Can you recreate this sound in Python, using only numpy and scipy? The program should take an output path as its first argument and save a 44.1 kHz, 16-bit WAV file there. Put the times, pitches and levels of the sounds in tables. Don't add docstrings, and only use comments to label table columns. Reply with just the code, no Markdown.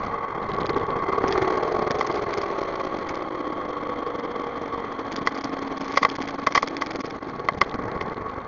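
import sys
import numpy as np
from scipy import signal
from scipy.fft import rfft, irfft, next_fast_len
from scipy.io import wavfile

SR = 44100
rng = np.random.default_rng(int(sys.argv[2]) if len(sys.argv) > 2 else 0)


def wav_out(sig):
    wavfile.write(sys.argv[1], SR, np.round(np.clip(np.atleast_2d(sig).T, -1, 1) * 32767).astype(np.int16))


N = 373527
TIME = np.arange(N) / SR

# (time [s], tyre rumble [dB], mount ringing [dB], grit [dB], frame boom [dB])
RIDE_LEVELS = [(0, -34.5, -28.5, -57, -34), (.25, -35.5, -30, -70, -43.5), (.65, -32.5, -29.5, -78, -32),
               (1.1, -34, -25, -60.5, -36.5), (1.4, -27, -28, -51, -37), (1.7, -32, -29.5, -55.5, -33),
               (2.6, -33.5, -31.5, -55, -37), (3.6, -36.5, -32.5, -64, -43),
               (5.0, -35.5, -33.5, -61.5, -39.5), (6.0, -35, -35, -56, -37.5),
               (6.9, -37, -37.5, -59.5, -39), (7.2, -38.5, -38.5, -61.5, -36.5),
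               (7.6, -36.5, -40, -67, -36), (7.9, -32.5, -34, -66.5, -32.5), (8.47, -38, -35, -73, -40.5)]
# (frequency [Hz], level [dB], time to decay by 60 dB [s])
MOUNT_MODES = [(583, -22.5, 0.048), (910, -30, 0.014), (1119.4, -2, 0.061), (1194, -5.5, 0.025),
               (1290, -36, 0.0064), (1924, -14, 0.022), (2040, -11.5, 0.036), (3178, -23.5, 0.048),
               (3390, -26, 0.016), (4270, -24, 0.033), (5400, -33, 0.015)]
# (frequency [Hz], spectral density level [dB])
FRAME_SPECTRUM = [(40, -35), (80, -13.5), (140, -5.5), (250, -2.5), (380, 0.5), (480, 2), (560, -18),
                  (800, -11.5), (1500, -63)]
TYRE_SPECTRUM = [(200, -19.5), (480, 2.5), (620, 3), (750, 3), (880, 6), (990, -9.5), (1350, -2.5),
                 (1650, -5.5), (2100, -7), (2700, -33.5), (4000, -49)]
GRIT_SPECTRUM = [(1200, -21.5), (2200, 14), (2850, 1), (3200, 7), (3750, 0.5), (4300, 9.5), (4900, -8),
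                 (6400, -4.5), (7500, -33.5)]
BRAKE_SPECTRUM = [(2400, -37.5), (3000, -7.5), (3170, 3), (3300, 1), (3600, -7), (4500, -32.5)]
TICK_SPECTRUM = [(500, -11.5), (1200, -2.5), (2200, 5.5), (2800, -9.5), (3400, 0), (3850, -10.5),
                 (4600, -1.5), (5300, -4), (6000, -9), (6800, -13.5), (7600, -23)]
WIND_SPECTRUM = [(15, -13), (38, -6.5), (70, -2), (120, -1), (200, -4), (400, -14), (1000, -53)]
CHIP_SPECTRUM = [(150, -4.5), (1100, 7.5), (2000, 2.5), (2700, -2.5), (3300, 4), (3800, 5.5), (4300, 3.5),
                 (5000, -14), (6800, -21.5), (7600, -21)]
# (time [s], level [dB])
BRAKE_LEVEL = [(0, -61.5), (2.5, -57), (4.3, -54.5), (6.6, -57), (7.3, -73), (8.47, -73.5)]
# (time [s], fundamental [Hz])
TREAD_RATE = [(0, 65.8), (.5, 67.4), (1.0, 67.48), (1.3, 64.5), (3.0, 53.2), (4.0, 48.65), (5.4, 45.5),
              (6.4, 46.47), (8.47, 46.6)]
# (time [s], sixth [dB], seventh [dB], tenth [dB])
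HARMONIC_LEVELS = [(0, -56, -44, -59.5), (.65, -32.5, -39, -58.5), (1.0, -34, -35, -43),
                   (1.4, -22.5, -31.5, -40.5), (1.7, -34.5, -29, -33.5), (2.5, -39, -33, -37),
                   (3.0, -37, -38.5, -37.5), (3.5, -35, -37.5, -37.5), (4.3, -38.5, -47, -33),
                   (4.9, -38.5, -45, -38.5), (5.6, -33, -53, -49), (7.0, -36.5, -39, -58.5),
                   (7.4, -42.5, -60, -46), (8.47, -56.5, -63, -49)]
# (harmonic number, level relative to the strong one [dB])
WITH_SIXTH = [(5, -12.5)]
WITH_SEVENTH = [(8, -17), (12, -8), (13, -12.5)]
WITH_TENTH = [(9, -14.5), (11, -11.5)]
# (time [s], level [dB])
GUST_LEVEL = [(0, -22.5), (.18, -67), (.3, -54), (.36, -44), (.6, -30), (.95, -36), (1.05, -44),
              (1.4, -31.5), (1.6, -58), (4.8, -71), (6, -48), (7.0, -49), (7.8, -31.5), (8.47, -43.5)]
# (time [s], level [dB])
LOUD_CHIPS = [(0.517, -26.5), (0.658, -24.5), (0.694, -20.5), (7.742, -27), (8.0119, -25)]
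# (first swing [s], last swing [s], approximate period [s], level [dB])
CHATTER_BOUTS = [(.656, 0.694, .04, -31), (1.277, 1.323, .05, -22), (1.907, 2.064, .078, -22.5),
                 (2.116, 2.154, .04, -29.5), (2.333, 2.415, .043, -27), (3.089, 3.149, .06, -28.5),
                 (5.115, 5.161, .045, -23.5), (5.346, 5.44, .031, -30), (5.77, 5.954, .037, -29),
                 (6.091, 6.28, .06, -26), (6.517, 6.676, .052, -23.5), (6.763, 7.102, .048, -27)]
# (landing time [s], landing level [dB], dip before landing [dB])
WHEEL_HOPS = [(0.692, -3.5, 11), (0.887, -10, 12), (0.998, -11, 1), (1.061, -16, 8), (1.086, -7, 4),
              (1.209, -8.5, 6.5), (1.239, 1, 7), (1.352, -6, 8.5), (1.904, -4, 5), (2.097, -6, 3.5),
              (2.268, -6.5, 14.5), (3.308, -17, 17), (5.439, -12, 15), (5.804, -17, 15.5), (6.185, -13, 20),
              (6.384, -12, 12), (6.951, -8, 2), (7.038, -22, 20), (7.212, -26, 28), (7.741, -7.5, 3),
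              (8.163, -34, 18)]
# (time [s], level [dB], upper-mode weight [dB], rattle level [dB])
STOP_BLOWS = [(2.0093, -12.5, -10.5, -27), (5.272, -8.5, -10.5, -22.5), (5.9734, -4.5, -10, -16),
              (6.0297, -8, -12.5, -19.5), (6.0492, -4, -11, -32), (6.4698, -5.5, -11, -23),
              (6.5519, -7, -11, -15.5), (6.558, -12, -16, -18.5), (6.576, -6, -10, -21.5),
              (6.6281, -10.5, -20, -28.5), (6.8199, -13, -13.5, -26), (7.4863, -7, -12, -44.5),
              (7.6141, -2.5, -9.5, -25), (8.0103, -23, -3, -38)]


def from_db(db):
    return 10 ** (np.asarray(db) / 20)


def unit_rms(x):
    return x / np.sqrt(np.mean(x ** 2) + 1e-20)


def in_time(rows):
    times, *columns = np.transpose(rows)
    return [np.interp(TIME, times, column) for column in columns]


def colour(x, spectrum):
    hz, db = np.transpose(spectrum)
    size = next_fast_len(N + SR // 10)
    bin_hz = np.maximum(np.arange(size // 2 + 1) * SR / size, 1)
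    gain = from_db(np.interp(np.log(bin_hz), np.log(hz), db))
    return irfft(rfft(x, size) * gain, size)[:N]


def noise(spectrum):
    return unit_rms(colour(rng.standard_normal(N), spectrum))


def flutter(low_hz, high_hz):
    band = signal.butter(2, [low_hz, high_hz], "band", fs=SR / 20, output="sos")
    slow = signal.sosfilt(band, rng.standard_normal(N // 20 + SR // 10))[-(N // 20 + 2):]
    return np.interp(np.arange(N) / 20, np.arange(len(slow)), unit_rms(slow))


def surge(motion, depth_db):
    return unit_rms(from_db(depth_db * np.minimum(motion, 2 * np.tanh(motion / 2))))


def add(out, start_s, sound):
    i = int(np.clip(round(start_s * SR), 0, N - 1))
    out[i:i + len(sound)] += sound[:N - i]


def decay(impulses, time_constant_s):
    return signal.lfilter([1], [1, -np.exp(-1 / (time_constant_s * SR))], impulses + 1e-18)


def mount_ringing(corner_hz):
    contact = signal.butter(1, corner_hz, fs=SR, output="sos")
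    force = signal.sosfilt(contact, rng.standard_normal(N))
    out = 0
    for hz, db, t60 in MOUNT_MODES:
        radius, angle = from_db(-60 / (t60 * SR)), 2 * np.pi * hz / SR
        feedback = [1, -2 * radius * np.cos(angle), radius ** 2]
        out += from_db(db) * signal.lfilter([0, np.sin(angle)], feedback, force)
    return unit_rms(out)


def rolling(shake):
    tyre_db, ring_db, grit_db, boom_db = in_time(RIDE_LEVELS)
    boom = from_db(boom_db) * noise(FRAME_SPECTRUM) * surge(shake, depth_db=5.0)
    tyre = from_db(tyre_db - 1.8) * noise(TYRE_SPECTRUM) * surge(shake, depth_db=2.5)
    sway = 1.18 * shake + .5 * flutter(3.9, 60)
    ringing = from_db(ring_db - .76) * mount_ringing(corner_hz=710) * surge(sway, depth_db=2.5)
    grains = surge(1.9 * shake + 1.1 * flutter(40, 360), depth_db=2.5)
    grit = from_db(grit_db + 7.0) * noise(GRIT_SPECTRUM) * grains
    return boom + tyre + ringing + grit


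def brake_hiss(shake):
    brake_db, = in_time(BRAKE_LEVEL)
    return from_db(brake_db) * noise(BRAKE_SPECTRUM) * surge(shake, depth_db=3.5)


def mount_sputter(shake, bounce_hz=310, tick_s=.00076, slack=.55):
    _, _, grit_db, _ = in_time(RIDE_LEVELS)
    gust_db, = in_time(GUST_LEVEL)
    level = np.hypot(from_db(grit_db + 6.5), from_db(gust_db - 23.0))
    bounce_count = np.floor(np.cumsum(bounce_hz * from_db(2.5 * flutter(24, 200))) / SR)
    loose = .5 + .5 * np.tanh(3 * (shake - slack))
    touches = np.diff(bounce_count, prepend=0) * loose * surge(flutter(10, 150), depth_db=4.0)
    ticks = decay(touches, tick_s) * rng.standard_normal(N)
    return level * unit_rms(colour(ticks, TICK_SPECTRUM))


def tread_hum(shake, wander=.005):
    tread_hz, = in_time(TREAD_RATE)
    sixth_db, seventh_db, tenth_db = in_time(HARMONIC_LEVELS)
    groups = [(6, sixth_db, WITH_SIXTH), (7, seventh_db, WITH_SEVENTH), (10, tenth_db, WITH_TENTH)]
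    hum = 0
    for strong, level_db, followers in groups:
        for harmonic, db in [(strong, 0)] + followers:
            hz = harmonic * tread_hz * (1 + wander * flutter(2.0, 18.2))
            roughness = .65 * flutter(8, 50)
            tone = np.sin(2 * np.pi * np.cumsum(hz) / SR + roughness)
            hum += tone * from_db(level_db + db + 1.5) * surge(flutter(2.8, 14), depth_db=1.0)
    return hum * surge(shake, depth_db=3.5)


def wind(shake):
    gust_db, = in_time(GUST_LEVEL)
    eddies = from_db(gust_db - 4.5) * noise(WIND_SPECTRUM)
    return eddies * surge(1.2 * flutter(3.3, 27) + .8 * shake, depth_db=4.0)


def air_hiss(level_db=-66):
    return from_db(level_db) * noise(GRIT_SPECTRUM)


def grit_chips(per_s=26, snap_s=.0014, spread_db=3.0, ceiling_db=-31):
    gust_db, = in_time(GUST_LEVEL)
    size_db = np.minimum(gust_db - 1.0 + spread_db * rng.standard_normal(N), ceiling_db)
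    hits = (rng.random(N) < per_s / SR) * from_db(size_db)
    for s, db in LOUD_CHIPS:
        add(hits, s, from_db([db]))
    return decay(hits, snap_s) * noise(CHIP_SPECTRUM)


def mount_swings(lead_s=.0045, spread_db=1.5):
    swings = [(s - lead_s, rattle_db) for s, _, _, rattle_db in STOP_BLOWS]
    for first, last, period_s, db in CHATTER_BOUTS:
        times = np.linspace(first, last, round((last - first) / period_s) + 1)
        swings += [(s, db + rng.normal(0, spread_db)) for s in times]
    return swings


def mount_chatter(bounce_s=.0034, fade_db=3.0, tick_s=.00077, count=4):
    force, t = np.zeros(N), TIME[:SR // 100]
    bounce = np.arange(count)
    for s, db in mount_swings():
        touch_times = s + bounce_s * (bounce + rng.normal(0, .39, count))
        uneven_db = rng.normal(0, 2.5, count)
        sizes = from_db(db + uneven_db - fade_db * abs(bounce - 1))
        for touch_s, size in zip(touch_times, sizes):
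            add(force, touch_s, size * np.exp(-t / tick_s))
    return colour(force * rng.standard_normal(N), TICK_SPECTRUM) * from_db(9.0)


def rumble_dropouts(dip_s=.023, lead_s=.019, duck_s=.027):
    dips = [(s - dip_s / 2, depth_db) for s, _, depth_db in WHEEL_HOPS]
    for s, db, _, _ in STOP_BLOWS:
        strength = from_db(db)
        dips += [(s - lead_s, 12 * strength), (s + duck_s, 25 * strength)]
    loss_db = np.zeros(N)
    for middle_s, depth_db in dips:
        add(loss_db, middle_s - dip_s / 2, depth_db * np.hanning(int(dip_s * SR)))
    return from_db(-loss_db)


def wheel_landings(rise_s=.0039):
    push, t = np.zeros(N), TIME[:SR // 10]
    for s, db, _ in WHEEL_HOPS:
        add(push, s - .002, from_db(db - 22) * t / rise_s * np.exp(1 - t / rise_s))
    ringing = mount_ringing(corner_hz=900)
    return push * (1.27 * noise(FRAME_SPECTRUM) + .77 * noise(TYRE_SPECTRUM) + ringing)


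def mount_knocks(thud_s=.0084, crack_s=.014, rise_s=.0008, settle_s=.006, residue=.34, detune=.0071):
    ring, thud, crack, t = np.zeros(N), np.zeros(N), np.zeros(N), TIME[:SR // 20]
    hz, mode_db, t60 = np.transpose(MOUNT_MODES)[:, :, None]
    free = (1 - np.exp(-t / rise_s)) / (1 + (t / settle_s) ** 8)
    settle = residue + (1 - residue) * free
    upper, highest = hz > 1500, hz > 2600
    for s, db, upper_db, rattle_db in STOP_BLOWS:
        strength_db = db + mode_db + upper * (upper_db + 18.0) - highest * 6.0
        detuned_hz = hz * (1 + rng.normal(0, detune, hz.shape))
        phase = rng.normal(0, 1.0, hz.shape) * upper
        modes = from_db(strength_db - 60 * t / t60) * np.sin(2 * np.pi * detuned_hz * t + phase)
        add(ring, s, settle * modes.sum(axis=0))
        add(thud, s, from_db(db - 13.0) * np.exp(-t / thud_s))
        add(crack, s, from_db(rattle_db - 5.5) * settle * np.exp(-t / crack_s))
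    return from_db(.5) * ring + crack * noise(TICK_SPECTRUM) + thud * noise(TYRE_SPECTRUM)


def scene():
    shake = flutter(12.3, 51.4)
    road = rolling(shake) + brake_hiss(shake) + mount_sputter(shake) + tread_hum(shake)
    rush = (road + wind(shake)) * rumble_dropouts() + air_hiss()
    return (rush + wheel_landings() + grit_chips() + mount_chatter() + mount_knocks())[None]


def record(dry, ceiling=.58, cutoff_hz=6900):
    saturated = dry / (1 + (dry / ceiling) ** 4) ** (1 / 4)
    return signal.sosfilt(signal.butter(28, cutoff_hz, fs=SR, output="sos"), saturated)


dry = scene()
out = record(dry)
wav_out(out)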